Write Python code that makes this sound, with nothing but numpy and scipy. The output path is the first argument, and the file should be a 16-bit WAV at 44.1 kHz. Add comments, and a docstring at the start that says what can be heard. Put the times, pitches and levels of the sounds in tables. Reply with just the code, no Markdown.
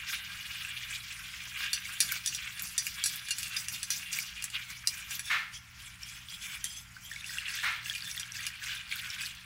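"""A kitchen hob: a wire whisk is swept round a steel saucepan of thin sauce, close to a small microphone.
The wires scrape the base (stick-slip noise through the pan's modes) and sing once the sauce is thinner.
They clink on the wall (a crack and ringing modes) and snap against each other (bare bright clicks).
Sauce and, later, poured milk plop as short rising tones. Further off something knocks twice, mostly
as reverberation, and appliances hum under it all (shaped noise and wavering tones)."""
import sys
import numpy as np
from scipy import signal
from scipy.fft import rfft, irfft
from scipy.io import wavfile
from scipy.ndimage import uniform_filter1d

SR = 44100
rng = np.random.default_rng(int(sys.argv[2]) if len(sys.argv) > 2 else 0)


def generate_wav(sig):
    """Save sig (samples, or channels by samples) to the path in sys.argv[1] as 16-bit PCM at SR."""
    pcm = np.round(np.clip(np.atleast_2d(sig).T, -1, 1) * 32767).astype(np.int16)
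    wavfile.write(sys.argv[1], SR, pcm)


N = 416744  # samples

THIN_S, POUR_S = 5.22, 7.1  # the sauce is thinner from here on; milk starts to splash in

# Ringing modes of pan and wires, the first four below 3.5 kHz: pitch_hz, level_db, t60_s
PAN_MODES = [(1585, 0, 0.05), (2412, 2, 0.1), (2802, 2, 0.1), (3440, -4, 0.09), (3640, -4, .1),
             (4150, -4, .1), (4400, -1, .13), (4660, -6, .13), (4925, -1, .12), (5730, -1, .09),
             (5932, -4, .24), (6850, -2, .06), (9880, -3, .05), (10600, 1, .035)]


def amp(db):
    """Decibels to amplitude."""
    return 10 ** (np.asarray(db) / 20)


def evened(x):
    """Scales x to rms 1."""
    return x / np.sqrt(np.mean(x ** 2) + 1e-20)


def add(mix, s, sound):
    """Adds a sound into the mix at s seconds, cut off at the end."""
    part = mix[round(s * SR):][:len(sound)]
    part += sound[:len(part)]


def coloured(x, points):
    """Shapes x by a spectrum of (Hz, dB) points, to rms 1."""
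    point_hz, point_db = np.transpose(points)
    hz = np.fft.rfftfreq(len(x), 1 / SR)
    gain_db = np.interp(np.log(hz + 1), np.log(point_hz), point_db)
    return evened(irfft(rfft(x) * amp(gain_db), len(x)))


def resonate(x, hz, width_hz):
    """A resonance of gain 1 that follows hz: shift down, smooth, shift back."""
    turn = np.exp(2j * np.pi * np.cumsum(hz * np.ones(len(x))) / SR)
    r = np.exp(-np.pi * width_hz / SR)
    return 2 * (turn * signal.lfilter([1 - r], [1, -r], x / turn)).real


def wander(per_s, count):
    """Slow random curves: straight lines between normal draws, per_s of them a second."""
    steps = rng.standard_normal((count, int(per_s * N / SR) + 2))
    at = np.arange(N) / SR * per_s
    return [np.interp(at, np.arange(len(row)), row) for row in steps]


def kitchen():
    """Appliances: steady shaped noise, and hum lines that a narrow band of noise makes waver."""
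    # Spectrum of the background noise: freq_hz, level_db
    room_spectrum = [(30, -9), (42, -15), (52, 6.5), (130, -4.5), (260, -14), (450, -28), (1000, -14),
                     (2300, -6), (4000, -20.5), (16000, -33)]
    # Hum lines: pitch_hz, width_hz, level_db (of the steady tone)
    hum_lines = [(120, 8, -64), (178, 5, -69), (1390, 10, -71)]
    t = np.arange(N) / SR
    noise = rng.standard_normal(N)
    out = amp(-55.5) * coloured(rng.standard_normal(N), room_spectrum)
    for hz, width_hz, db in hum_lines:
        tone = evened(np.sin(2 * np.pi * hz * t))
        waver = evened(resonate(resonate(noise, hz, width_hz), hz, width_hz))
        out = out + amp(db) * (tone + width_hz / 20 * waver)
    return out


def knocks():
    """Far off, a knock arrives mostly as reverberation: a soft rise, hollow rings, a long fade."""
    # The distant knocks: start_s, level_db (before the soft rise)
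    knock_times = [(5.297, -21.5), (7.628, -23)]
    # Spectrum of their noise: freq_hz, level_db
    knock_spectrum = [(450, -35), (800, -20.5), (1300, -6), (2300, -5), (4000, -15), (9000, -39)]
    # Their hollow rings: pitch_hz, width_hz, level_db (against each other)
    hollow_rings = [(1374, 8, -2), (1784, 25, 5.5), (2146, 61, 4)]
    t60_s = 0.41
    out, t = np.zeros(N), np.arange(SR // 2) / SR
    rise = 1 - np.exp(-(t / 0.028) ** 0.71)
    for s, db in knock_times:
        noise = rng.standard_normal(len(t))
        rings = sum(amp(ring_db) * evened(resonate(noise, hz, width_hz))
                    for hz, width_hz, ring_db in hollow_rings)
        body = coloured(noise, knock_spectrum) + 0.55 * evened(rings)
        add(out, s, amp(db - 60 * t / t60_s) * body * rise)
    return out


def stroke_db(t, column, sag_db, fall_db):
    """Every pass rises, holds with a slight sag and falls away; passes add in power over the rest level."""
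    # Passes of the wires over the base: start_s, hold_s, rub_db, hiss_db
    passes = [(0.098, 0.028, -36.5, -41.5), (0.46, 0.26, -47, -58), (0.909, 0.036, -41.5, -45),
              (1.59, 0.045, -35.5, -45.5), (1.864, 0.16, -48, -50), (2.03, 0.12, -42.5, -39),
              (2.263, 0.1, -48.5, -43.5), (2.39, 0.087, -44, -64), (2.635, 0.031, -53, -40),
              (2.825, 0.078, -67, -43), (2.982, 0.0062, -41, -47), (3.062, 0.095, -44.5, -41.5),
              (3.387, 0.081, -54, -42.5), (3.528, 0.011, -38, -61), (3.589, 0.0065, -60, -40.5),
              (3.722, 0.027, -49, -40), (3.918, 0.073, -47.5, -40.5), (4.134, 0.082, -43, -40),
              (4.547, 0.017, -38.5, -53), (4.704, 0.0073, -49, -45.5), (4.882, 0.12, -45.5, -45),
              (5.113, 0.05, -43, -41.5), (5.258, 0.059, -43.5, -44.5), (5.54, 0.025, -53, -47),
              (5.803, 0.078, -46.5, -49.5), (6.027, 0.16, -45, -48.5), (6.304, 0.045, -44.5, -44.5),
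              (6.423, 0.12, -38.5, -43.5), (6.661, 0.064, -48, -44), (6.768, 0.026, -49.5, -44.5),
              (7.04, 0.15, -55.5, -47), (7.267, 0.12, -64, -42.5), (7.494, 0.2, -42.5, -44.5),
              (7.854, 0.12, -47.5, -43), (8.04, 0.17, -72, -43.5), (8.353, 0.12, -44, -45),
              (8.63, 0.12, -39.5, -46.5), (8.904, 0.26, -41, -48.5), (9.213, 0.054, -40.5, -42)]
    # Light contact between the passes: time_s, rub_db, hiss_db
    light_contact = [(0.0, -44.5, -53.5), (1.5, -46, -51), (4.3, -49, -54), (5.3, -57, -62.5),
                     (5.7, -60, -60.5), (7.0, -65.5, -56.5), (7.4, -44, -82), (9.45, -52.5, -62.5)]
    rise_db = 463  # per second, like sag_db and fall_db
    start, hold, peak_db = np.array(passes)[:, [0, 1, column + 1], None].transpose(1, 0, 2)
    since = t - start
    rise = rise_db * np.minimum(since, 0)
    sag = sag_db * np.maximum(since, 0)
    fall = fall_db * np.maximum(since - hold, 0)
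    power = (amp(peak_db + rise - sag - fall) ** 2).sum(0)
    rest_columns = np.transpose(light_contact)
    rest_db = np.interp(t, rest_columns[0], rest_columns[column])
    return 10 * np.log10(power + amp(rest_db) ** 2), rest_db


def sweep():
    """The whisk's motion every 2 ms: levels of rub and hiss, and how far the hiss stands above rest."""
    s = np.arange(0, N / SR, .002)
    rub_db, _ = stroke_db(s, column=1, sag_db=5, fall_db=129)
    hiss_db, rest_db = stroke_db(s, column=2, sag_db=19.5, fall_db=189)
    return s, rub_db, hiss_db, hiss_db - rest_db


def random_droplets():
    """Droplets fall at random, densely once milk pours in, and louder where the whisk is louder."""
    when, size, pitch, length = rng.random((1600, 4)).T
    when = np.interp(when, [0, .15, 1], [0, POUR_S, N / SR])  # 15 % of them before the milk
    s, rub_db, hiss_db, _ = sweep()
    whisk_db = np.interp(when, s, (rub_db + hiss_db) / 2)
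    level_db = whisk_db + np.where(when < POUR_S, 2, 5) + 11 * size ** 3
    # pitches crowd where the pan's modes crowd
    hz = np.interp(pitch ** 2 * len(PAN_MODES), np.arange(len(PAN_MODES)), np.transpose(PAN_MODES)[0])
    return list(zip(when, level_db, hz, 12 + 40 * length ** 2))


def plops():
    """A bubble rings a few cycles and rises in pitch, with a tick as the surface breaks."""
    # Single plops of sauce: start_s, level_db, pitch_hz (at the start)
    single_plops = [(0.6494, -22.5, 2660), (1.8537, -28, 2200), (2.1218, -25, 1490), (4.188, -18.5, 2300),
                    (6.033, -25, 5460), (6.286, -30, 3400), (6.966, -33.5, 1514), (7.1147, -27.5, 1810),
                    (7.1618, -28, 2210), (7.2094, -32, 3680), (7.243, -27, 2680), (7.305, -33, 1520),
                    (7.354, -34, 1590), (7.371, -30, 1510), (7.384, -19.5, 2760), (7.4824, -22.5, 2720),
                    (7.298, -27, 5040), (7.859, -26, 2720), (7.898, -18.5, 3340), (8.023, -26, 4600),
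                    (8.114, -22.5, 5700), (8.177, -23, 3440), (8.2314, -26, 3180), (8.3206, -25, 5840),
                    (8.368, -25.5, 5000), (8.693, -31, 1600), (8.924, -19, 2310), (8.959, -32.5, 1500),
                    (8.981, -38, 1520), (9.1025, -22, 5460), (9.261, -24, 4350)]
    out, t = np.zeros(N), np.arange(SR // 20) / SR
    bubbles = [(*row, 45) for row in single_plops] + random_droplets()
    for s, db, hz, cycles in bubbles:  # cycles of the starting pitch to die by 60 dB
        envelope = amp(db - 60 * t * hz / cycles) * np.minimum(t * hz / 2, 1)
        ring = envelope * np.sin(2 * np.pi * hz * (t + 0.88 * t ** 2))
        tick_hz = 4500 + 3 * (hz % 1500)
        tick = amp(db - 10 - 60 * t / .004) * np.sin(2 * np.pi * tick_hz * t)
        add(out, s, tick + ring)
    return out


def ticks():
    """Wire snaps against wire: a click of noise rings the thin wire briefly at a very high pitch."""
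    # The snaps: start_s, level_db (before halving)
    snaps = [(2.0039, -30), (2.1211, -16), (2.6224, -20), (2.8674, -21), (3.1592, -22), (3.7244, -23),
             (4.1869, -18.5), (5.1537, -23), (7.5542, -27), (8.1629, -22), (8.958, -22), (9.2085, -34)]
    wire_hz, width_hz, t60_s = 13500, 4000, .007
    out, t = np.zeros(N), np.arange(SR // 50) / SR
    for s, db in snaps:
        click = rng.standard_normal(len(t))
        snap = evened(resonate(resonate(click, wire_hz, width_hz), wire_hz, width_hz))
        add(out, s, amp(db - 60 * t / t60_s) * snap / 2)
    return out


def clinks():
    """Wires strike the wall: a tick, a noisy crack and the modes, strongest near the wire's own note."""
    # The blows: start_s, blow_db, dull_db (low modes, before a boost and a cap), note_hz, ring_factor
    blows = [ (1.731, -15, -17, 5932, 1), (2.0036, -8, -17, 5600, 0.89), (2.1205, -25, -17, 9900, 0.5),
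             (2.2608, -13.5, -23, 5900, 0.16), (2.274, -19.5, -29, 5640, 1), (2.3479, -22, -24, 5720, 0.45),
             (2.595, -22, -33, 6860, 0.28), (2.779, -14, -45, 5840, 1), (2.867, -22.5, -2, 6920, 0.35),
             (3.039, -13, -30, 5850, 0.41), (3.059, -14.5, -15, 2412, 1), (3.2851, -27, -2, 2800, 0.37),
             (3.307, -19, -6, 5800, 0.96), (3.384, -20, -23, 6200, 0.23), (3.4303, -20, 1, 9900, 0.22),
             (3.565, -23, -18, 4920, 1), (3.684, -21.5, 0, 5850, 0.23), (3.83, -20, -9, 5900, 0.52),
             (3.9038, -16.5, -19, 5700, 0.61), (4.129, -21, -7, 4580, 0.62), (4.4235, -25, -2, 6700, 0.26),
             (4.441, -13, -35, 10600, 0.051), (4.501, -30.5, 9.5, 4920, 0.24),
             (4.8728, -9, -3.5, 6860, 0.17), (5.108, -26, 2, 5800, 0.39), (5.1937, -21, -3, 9900, 0.23),
             (6.642, -16.5, -39, 11300, 0.37), (7.95, -28.5, 15, 4630, 0.87),
             (8.1967, -23.5, 0.5, 4930, 0.6), (8.4664, -20, 2.5, 7300, 0.25)]
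    # Spectrum of the crack: freq_hz, level_db
    crack_spectrum = [(700, -72), (1770, 0.5), (2560, -10.5), (4430, -7.5), (5840, 2.5), (10500, 1.5),
                      (12000, -8), (16000, -23)]
    out, t = np.zeros(N), np.arange(SR // 4) / SR
    hz, level_db, t60_s = (c[:, None] for c in np.transpose(PAN_MODES))
    total = np.linalg.norm(amp(level_db))
    chance = rng.standard_normal((len(blows), 2, len(PAN_MODES), 1))
    for (s, db, dull_db, note_hz, ring), (place, phase) in zip(blows, chance):
        dull = np.where(hz < 3300, np.minimum(dull_db + 6, 4), 0)
        near_note = 8 * np.exp(-(np.log(hz / note_hz) / .035) ** 2)
        gains = amp(level_db + 3 * place + dull + near_note - 60 * t / (t60_s * ring))
        beating = 1 + .7 * np.sin(2 * np.pi * (hz / 100 * phase * t + place))  # close pairs beat
        gains = gains * beating
        modes = gains * np.sin(2 * np.pi * (hz * (1 + place / 600) * t + phase))
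        wires = gains * np.sin(2 * np.pi * hz * (1 + phase / 20) * t)  # each wire adds a note nearby
        ringing = (modes.sum(0) + wires.sum(0) / 2) / total
        noise = coloured(rng.standard_normal(len(t)), crack_spectrum)
        crack = noise * (0.94 * amp(-60 * t / 0.016) + .5 * amp(-60 * t / (0.066 * ring)))
        tick = 1.1 * amp(-60 * t / 0.006) * np.gradient(rng.standard_normal(len(t)))
        onset = np.minimum(t / 0.00051, 1)
        add(out, s, amp(db - 10.5) * (ringing + tick + crack) * onset)
    return out


def slips(per_s, spread_db):
    """Stick-slip: noise under a dense train of short bursts of uneven size."""
    size = amp(spread_db * np.minimum(rng.exponential(1, N), 5))
    train = size * (rng.random(N) < per_s / SR)
    burst = np.exp(-np.arange(1500) / (.003 * SR))
    envelope = evened(signal.oaconvolve(train, burst)[:N] + 4.5)  # the bursts stand on a steady floor
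    return envelope * rng.standard_normal(N)


def patchy(x, depth_db):
    """Wires touch unevenly: the colour flickers in patches of time and pitch."""
    z = signal.stft(x, nperseg=256)[2]
    patches = rng.standard_normal(z.shape[::-1])
    patches = uniform_filter1d(patches, size=9, axis=0)  # along time
    patches = uniform_filter1d(patches, size=14, axis=1)  # along pitch
    return signal.istft(z * amp(depth_db * evened(patches).T), nperseg=256)[1][:N]


def rub_or_hiss(spectrum, modes, ring):
    """Slips make shaped noise and shake the modes, which change as the contact moves."""
    drive = slips(per_s=200, spread_db=3.2)
    contact = wander(per_s=6.6, count=len(modes))
    rung = 0
    for bend, swell, (hz, level_db, _) in zip(contact[::-1], contact, modes):
        damped = evened(resonate(drive, hz * (1 + bend / 30), hz / 30))
        rung = rung + amp(level_db / 2 + 4.5 * swell) * damped
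    return evened(coloured(drive, spectrum) + ring * evened(rung))


def singing(glide, tight):
    """Wires gliding through thinned sauce sing in broad bands, lower where the wires are slack."""
    # The singing bands: pitch_hz (with tight wires), level_db (against each other)
    sung_bands = [(3520, 8), (5400, 1), (6500, 0.5), (7900, 1.5), (10400, -1.5)]
    slack = .18  # slack wires sing this share lower
    bend = 1 - slack * (1 - tight)
    sway, *swells = wander(per_s=14, count=1 + len(sung_bands))
    bands = 0
    for (hz, db), swell in zip(sung_bands, swells):
        band = evened(resonate(glide, hz * (bend + sway / 50), hz / 32))
        bands = bands + amp(db + 3 * swell) * band
    return evened(bands)


def scrape():
    """The wires rub the base and hiss; in thinned sauce they sing instead, unless pressed on the base."""
    # Spectrum of the rub: freq_hz, level_db
    rub_spectrum = [(500, -120), (1100, -9), (1600, -3.5), (2400, 3), (3400, -1), (4400, -8.5), (7000, -23)]
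    # Spectrum of the hiss: freq_hz, level_db
    hiss_spectrum = [(2500, -18), (3400, -10), (5000, 4.5), (8000, 1.5), (10500, -3.5), (12000, -5),
                     (16000, -3)]
    lag, flex_db = .05, 9  # share of its way that tension moves in 2 ms; rise above rest that tightens
    s, rub_db, hiss_db, press_db = sweep()
    t = np.arange(N) / SR
    hiss_level_db = np.interp(t, s, hiss_db)
    rub = amp(np.interp(t, s, rub_db)) * rub_or_hiss(rub_spectrum, PAN_MODES[:4], ring=.55)
    hiss = amp(hiss_level_db) * rub_or_hiss(hiss_spectrum, PAN_MODES[4:], ring=.4)

    tight = signal.lfilter([lag], [1, lag - 1], np.tanh(press_db / flex_db))
    glide = rng.standard_normal(N)
    free = np.sqrt(tight) / (1 + amp(rub_db - hiss_db - 9) ** 2)  # wires pressed on the base are damped
    calm = (t > THIN_S) * np.where(t < POUR_S, 1, .65)  # splashing drowns the singing
    calm = calm * np.interp(t, s, free)
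    sung = amp(hiss_level_db - 1.0) * calm * singing(glide, np.interp(t, s, tight))

    rumble = evened(resonate(resonate(glide, 150, 90), 150, 90))
    shake = amp(hiss_level_db - 22) * rumble  # the pan shakes on the hob
    return shake + patchy((rub + hiss) * (1 - 0.75 * calm) + sung, depth_db=3.2)


def scene():
    """Sums all layers; blows and plops also echo briefly off bowl and walls."""
    blows, drops = clinks() + ticks(), plops()
    t = np.arange(SR // 4) / SR
    tail = rng.standard_normal(len(t)) * amp(-60 * t / 0.088) * (t > .003)
    wet = signal.oaconvolve(blows + drops / 2, tail / np.linalg.norm(tail))[:N]
    return (kitchen() + knocks() + drops + blows + amp(-3.5) * wet + scrape())[None]


def record(dry):
    """The microphone has a dip in the low middle; then the treble is cut off above 15.8 kHz."""
    dipped = signal.lfilter(*signal.iirnotch(460, 1.3, SR), dry) + 0.035 * dry
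    band_limit = signal.firwin(511, 15800, window=("kaiser", 9), fs=SR)
    return signal.oaconvolve(dipped, band_limit[None], "same")


dry = scene()
out = record(dry)
generate_wav(out)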